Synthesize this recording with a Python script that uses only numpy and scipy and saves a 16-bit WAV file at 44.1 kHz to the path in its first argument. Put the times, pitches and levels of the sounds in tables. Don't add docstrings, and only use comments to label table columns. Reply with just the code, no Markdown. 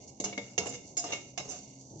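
import sys
import numpy as np
from scipy import signal
from scipy.fft import rfft, irfft, next_fast_len
from scipy.io import wavfile
from scipy.ndimage import map_coordinates

SR = 44100
rng = np.random.default_rng(int(sys.argv[2]) if len(sys.argv) > 2 else 0)


def generate_wav(sig):
    pcm = np.round(np.clip(np.atleast_2d(sig).T, -1, 1) * 32767).astype(np.int16)
    wavfile.write(sys.argv[1], SR, pcm)


N = 88200
RING = SR // 2
TOP_HZ = 8700


def amp(db):
    return 10 ** (np.asarray(db) / 20)


def unit(x):
    return x / np.sqrt(np.mean(x ** 2) + 1e-20)


def along(points, hz):
    f, values = np.transpose(points)
    return np.interp(np.log(hz + 1), np.log(f + 1), values)


def sides(db):
    return amp(np.array([[db], [-db]]) / 2)


def add(out, start_s, x):
    i = round(start_s * SR)
    out[:, i:i + x.shape[1]] += x[:, :N - i]


def colour(x, points):
    n = x.shape[-1]
    m = 2 * next_fast_len(n)
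    gain = amp(along(points, np.fft.rfftfreq(m, 1 / SR)))
    cepstrum = irfft(np.log(gain), m)
    cepstrum[1:m // 2] *= 2
    cepstrum[m // 2 + 1:] = 0
    return irfft(rfft(x, m) * np.exp(rfft(cepstrum)), m)[..., :n]


def wobble(size, per_s):
    return map_coordinates(rng.standard_normal(128), [np.arange(size) * per_s / SR], mode='wrap')


def ticks(size, per_s, spread_db):
    hits = rng.random(size) < per_s / SR
    return hits * rng.choice([-1, 1], size) * amp(spread_db * rng.standard_normal(size))


# f/Hz, likeness (1 = the same)
EAR_LIKENESS = [(100, 0.98), (450, 0.81), (700, 0.42), (1000, 0), (8000, 0.018)]
def stereo_noise(size):
    likeness = along(EAR_LIKENESS, np.fft.rfftfreq(size, 1 / SR))
    turn = np.arccos(np.clip(likeness, -1, 1)) / 2
    mid, side = irfft(rfft(rng.standard_normal((2, size))) * [np.cos(turn), np.sin(turn)], size)
    return np.array([mid + side, mid - side])


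# f/Hz, t60/s (the time it takes to fade by 60 dB)
ECHO_TIMES = [(150, 0.94), (400, 0.46), (1000, 0.27), (2700, 0.43), (7000, 0.47)]
def kitchen(x, echo_db):
    hz, t, spectrum = signal.stft(stereo_noise(RING), SR, nperseg=256)
    fade = amp(-60 * t / along(ECHO_TIMES, hz)[:, None])
    rise = 1 - np.exp(-t / 0.0022)
    tail = signal.istft(spectrum * fade * rise, SR, nperseg=256)[1]
    echo = signal.fftconvolve(x, tail / np.linalg.norm(tail[0]), axes=1)
    return x + amp(echo_db) * echo[:, :x.shape[1]]


# f/Hz, level/dB, t60/s, balance/dB, left ear's lead/rad
PAN_TONES = [(2157.5, -9.5, 0.12, 19.5, 3.5), (2205, -6, 0.094, -8, 1.44), (2759, 0, 0.061, -7.5, -3),
             (2825, -1.5, 0.098, -2.5, -1), (3600, -9, 0.14, -0.5, -2), (3870, -14, 0.16, -11, 4),
             (5310, -8.5, 0.12, -10.5, -4), (5450, -9.5, 0.081, -7, 2.5), (6034, -5, 0.11, -7.5, 1),
             (6365, -8.5, 0.092, -3.5, -0.5), (6520, -3, 0.039, -4.5, 0.2), (6710, 0.5, 0.05, -9.5, -3.5),
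             (7260, -6, 0.073, -2, 0)]
# f/Hz, level/dB, t60/s
BODY_TONES = [(109, -21, 0.43), (199.7, -17.5, 0.56), (267.8, -27.5, 1), (319.8, -14, 0.16),
              (430.8, -9.5, 0.18), (477.2, -13.5, 0.28), (574, -18.5, 0.35), (703.5, -9, 0.2),
              (797, -26.5, 0.23), (912, -26.5, 0.46), (1197, -22.5, 0.21), (1330, -35, 0.48)]
# f/Hz, level/dB
CLATTER_COLOUR = [(40, -25.5), (100, -2.5), (190, 1), (280, 4.5), (400, 4.5), (600, 4.5), (1000, -2.5),
                  (1300, -8), (1650, -12.5), (2200, -5.5), (2800, -2.5), (3200, -7), (4800, -8),
                  (6500, 2.5), (7600, -2.5)]
def pan_ring(spot_db):
    def boost(hz):
        return sum(db for db, spot_hz in zip(spot_db, (2180, 199, 700)) if abs(hz / spot_hz - 1) < .06)

    t, ring = np.arange(RING) / SR, np.zeros((2, RING))
    for hz, db, t60, balance, lead in PAN_TONES:
        waver_hz = 24.7 * wobble(RING, per_s=94)
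        phase = 2 * np.pi * np.cumsum(hz + waver_hz) / SR
        level = amp(db + boost(hz) + rng.normal(0, 0.57) - 60 * t / t60)
        ring += sides(balance) * level * np.sin(phase + lead * np.array([[.5], [-.5]]))
    for hz, db, t60 in BODY_TONES:
        level = amp(db + boost(hz) + rng.normal(0, 1.5) - 60 * t / t60)
        ring += level * np.cos(2 * np.pi * hz * t)
    clatter = unit(stereo_noise(RING) * amp(-60 * t / 0.083))
    click = amp(-13.5) * unit(1. * (t == 0))
    return ring + amp(-9) * unit(colour(clatter + click, CLATTER_COLOUR))


# t/s, level/dB
SLIDE_LEVELS = [(0, -51), (.05, -53.5), (0.084, -48), (.12, -60.5), (.19, -57), (.3, -54.5), (.46, -56),
                (.56, -61), (.7, -44.5), (.81, -62), (.88, -46.5), (.94, -59.5), (1.1, -61.5), (1.29, -51),
                (1.35, -62), (1.559, -46), (1.68, -53), (2, -54)]
# f/Hz, level/dB
LENTIL_COLOUR = [(200, -35.5), (1500, -54.5), (2200, -33.5), (3200, -18.5), (4300, -8.5), (5500, -3),
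                 (6400, -2), (7500, -3)]
def lentils():
    slide = amp(np.interp(np.arange(N) / SR, *np.transpose(SLIDE_LEVELS)))
    grains = slide * ticks(N, per_s=1100, spread_db=4.5)
    tap = stereo_noise(RING) * amp(-60 * np.arange(RING) / SR / 0.026)
    one_grain = unit(tap) + amp(-1) * unit(pan_ring(spot_db=()))
    patter = signal.fftconvolve(grains[None], one_grain, axes=1)[:, :N]
    patter = signal.sosfilt(signal.butter(6, TOP_HZ, fs=SR, output='sos'), colour(patter, LENTIL_COLOUR))
    return np.sqrt(np.mean(slide ** 2)) * sides(-3) * unit(kitchen(patter, echo_db=-7))


# t/s, level/dB
SING_LEVELS = [(0, -62), (.18, -75.5), (.48, -60), (.56, -69.5), (.75, -62), (.81, -63), (0.949, -73),
               (1.25, -71), (1.36, -74), (1.64, -65.5), (1.7, -63.5), (1.8, -72), (1.901, -91), (2, -82)]
def singing_pan():
    level = amp(np.interp(np.arange(N) / SR, *np.transpose(SING_LEVELS)))
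    hops = ticks(N, per_s=330, spread_db=2.5)
    ring = signal.fftconvolve(hops[None], pan_ring(spot_db=[4.5]), axes=1)[:, :N]
    band = signal.butter(5, (1950, 3900), 'band', fs=SR, output='sos')
    return level * unit(signal.sosfilt(band, ring))


# f/Hz, level/dB
BURNER_COLOUR = [(25, -12.5), (50, -11.5), (85, -3.5), (125, -4.5), (165, -3.5), (260, -1.5), (400, -8),
                 (750, -9), (1000, -17.5), (1300, -40.5), (4000, -49.5)]
def burner():
    flutter_db = 1.72 * wobble(N, per_s=11.53)
    return amp(-54 + flutter_db) * unit(colour(stereo_noise(N), BURNER_COLOUR))


# f/Hz, level/dB
HUM_TONES = [(129, -60), (266, -61.5), (562, -71)]
def hum():
    out, t = np.zeros(N), np.arange(N) / SR
    for hz, db in HUM_TONES:
        drift = wobble(N, per_s=6.91) + 1j * wobble(N, per_s=6.91)
        out += amp(db) * unit(np.real(drift * np.exp(2j * np.pi * hz * t)))
    return out


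def blade_on_pan(force, levels_db, spot_db, span_s):
    thud_top_hz, clang_top_hz = 1528, 4370
    ring = signal.fftconvolve(force[None], pan_ring(spot_db), axes=1)
    bands = [(thud_top_hz, 'low'), ([thud_top_hz, clang_top_hz], 'band'), ([clang_top_hz, TOP_HZ], 'band')]
    parts = [signal.sosfilt(signal.butter(4, *band, fs=SR, output='sos'), ring) for band in bands]
    mix = sum(amp(db) * unit(part) for db, part in zip(levels_db, parts))
    return mix * np.sqrt(span_s * SR / ring.shape[1])


# t/s, thud/dB, clang/dB, zing/dB, chatter/s, balance/dB, extra ping/dB, boom/dB, bong/dB
BLADE_KNOCKS = [(0.2007, -34.5, -47.5, -32, 0.0025, -1, -0.5, 7, -4.5),
                (0.2411, -37, -43, -27.5, 0.011, -1, 5, 10, -4),
                (0.327, -45, -43.5, -57.5, 0.0075, -1, 6, 0, -4),
                (0.3772, -34, -33.5, -42.5, 0.00082, 0, 7, 2.5, -7.5),
                (0.5796, -30, -30.5, -27, 0.0052, -1.5, -0.5, 8, -0.5),
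                (0.659, -37.5, -58, -41, 0.0067, -1, -7.5, 6, 3.5),
                (0.666, -40.5, -42.5, -43.5, 0.0079, -3.5, -5, -3, 2.5),
                (0.740, -56, -47.5, -51.5, 0.01, -2, 9, 0.5, -3.5),
                (0.9691, -43.5, -44.5, -27, 0.02, -2.5, 6.5, 4.5, 11),
                (0.995, -63, -60, -35.5, 0.0059, 8.5, -4, 0, 6),
                (1.0415, -35, -49, -36.5, 0.0084, 1, 4.5, -11, 6.5),
                (1.1215, -49.5, -32, -37.5, 0.02, -0.5, 4.5, -8.5, 2),
                (1.1325, -38.5, -39.5, -40, 0.00067, -0.5, 6, -11.5, -1.5),
                (1.3764, -37, -38, -34.5, 0.011, -4.5, 5, 4, 5),
                (1.400, -41.5, -47.5, -43, 0.0076, 3, 1, 4, 3),
                (1.492, -49.5, -74, -39.5, 0.029, -6.5, 4, -3, 2)]
def knocks():
    out, t = np.zeros((2, N)), np.arange(SR // 8) / SR
    for start, thud, clang, zing, chatter_s, balance, *spot_db in BLADE_KNOCKS:
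        bounces = 0.36 * ticks(len(t), per_s=1500, spread_db=1.5) * np.exp(-(t / chatter_s) ** 2)
        force = (t == 0) + bounces
        knock = blade_on_pan(force, (thud, clang, zing), spot_db, span_s=0.018)
        add(out, start, sides(balance) * kitchen(knock, echo_db=-9))
    return out


# t/s, length/s, f/Hz, level/dB, balance/dB, left ear's lead/rad
EDGE_SQUEAKS = [(0.238, 0.021, 6240, -40.5, 0.5, 0.7), (0.24, 0.015, 5480, -39, -7, 3.5),
                (0.327, .010, 2210, -45.5, -3, 1), (0.5783, 0.01, 6550, -23.5, -9, 1.1),
                (0.5788, 0.0093, 2764, -29, -14.5, -3.5), (0.669, 0.012, 7160, -37, -10, 1.5),
                (0.691, 0.013, 7160, -37, -13.5, 1), (0.721, .045, 6100, -53, -13.5, 1.2),
                (0.971, 0.0089, 6690, -24.5, -8, -3.1), (0.971, .026, 5310, -33.5, -6, -2),
                (0.995, 0.0087, 6725, -33, -8.5, -0.5), (1.121, 0.013, 6000, -36.5, -14, 1.2),
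                (1.123, .012, 2780, -36, -8.5, -2), (1.378, 0.017, 2802, -41.5, -12.5, -2.5),
                (1.49, .022, 6134, -39, -14, 1), (1.505, .014, 6365, -49, -10, 2),
                (1.501, 0.028, 7195, -45, -18, -2.5)]
def squeaks():
    rise_s, t60, jitter_rad = 0.00047, 0.018, 0.053
    out, t = np.zeros((2, N)), np.arange(RING) / SR
    for start, length, hz, db, balance, lead in EDGE_SQUEAKS:
        phase = 2 * np.pi * hz * t + jitter_rad * np.cumsum(rng.standard_normal(RING))
        level = (1 - np.exp(-t / rise_s)) * amp(db - 60 * np.maximum(t - length, 0) / t60)
        squeak = sides(balance) * level * np.sin(phase + lead * np.array([[.5], [-.5]]))
        add(out, start, kitchen(squeak, echo_db=-11.5))
    return out


# t/s, length/s, thud/dB, clang/dB, zing/dB, fade/dB, extra ping/dB, boom/dB, bong/dB
BLADE_SCRAPES = [(0.25, 0.079, -42.5, -49, -50.5, 15, -10.5, 8, -3),
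                 (0.395, 0.15, -60.5, -65, -54.5, 5.5, -9.5, -0.5, -3.5),
                 (0.595, 0.1, -41, -50, -47.5, 11, -16.5, -2, 1.5),
                 (0.678, 0.073, -48, -51, -44.5, -8, 1.5, 10.5, -0.5),
                 (0.974, 0.056, -47, -53.5, -45, 4, -11, -8, 11),
                 (1.045, 0.095, -42, -46, -44.5, -2, -11.5, -13, 0.5),
                 (1.134, 0.03, -53.5, -42.5, -47, -2.5, 9.5, -12, -2),
                 (1.403, 0.081, -50.5, -59.5, -49.5, -7.5, -3, -3, -2),
                 (1.501, 0.078, -50.5, -53, -46.5, 9, -10, -0.5, 1.5)]
def scrapes():
    rise_s, fall_s = 0.0026, 0.0081
    out, t = np.zeros((2, N)), np.arange(SR // 4) / SR
    for start, length, thud, clang, zing, fade_db, *spot_db in BLADE_SCRAPES:
        pressure = (1 - np.exp(-t / rise_s)) * amp(-fade_db * t / length)
        release = np.exp(-np.maximum(t - length, 0) / fall_s)
        slips = pressure * release * ticks(len(t), per_s=780, spread_db=4.5)
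        scrape = blade_on_pan(slips, (thud, clang, zing), spot_db, length)
        add(out, start, kitchen(scrape, echo_db=-5))
    return out


# t/s, level/dB
HARD_PUSHES = [(0.584, -50), (0.656, -52.5), (1.380, -45.5)]
# f/Hz, level/dB
STAND_COLOUR = [(40, -20.5), (85, 1.5), (130, -4), (190, -4.5), (300, -20.5), (800, -60)]
def thumps():
    rise_s, t60 = 0.0095, 0.59
    out, t = np.zeros((2, N)), np.arange(RING) / SR
    for start, db in HARD_PUSHES:
        level = (1 - np.exp(-t / rise_s)) * amp(db - 60 * t / t60)
        add(out, start, level * unit(colour(stereo_noise(RING), STAND_COLOUR)))
    return out


# f/Hz, level/dB
RUB_COLOUR = [(30, -28), (70, -29), (110, 6.5), (200, -2), (330, 0), (600, -11), (900, -12), (1200, -54.5),
              (4000, -57)]
def rim_rub():
    start_s, rise_s = 1.905, 0.0016
    t = np.maximum(np.arange(N) / SR - start_s, 0)
    return amp(-48) * (1 - np.exp(-t / rise_s)) * unit(colour(stereo_noise(N), RUB_COLOUR))


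def scene():
    spatula = knocks() + thumps() + scrapes() + squeaks() + rim_rub()
    return spatula + lentils() + singing_pan() + burner() + hum()


# f/Hz, level/dB
MIC_COLOUR = [(20, -11), (45, -7), (90, -2), (7200, -3), (7600, -5), (7850, -14.5), (8050, -30),
              (8400, -42)]
def record(dry):
    m = next_fast_len(N + RING)
    hz = np.fft.rfftfreq(m, 1 / SR)
    return irfft(rfft(colour(dry, MIC_COLOUR), m) * (hz < TOP_HZ), m)[:, :N]


dry = scene()
out = record(dry)
generate_wav(out)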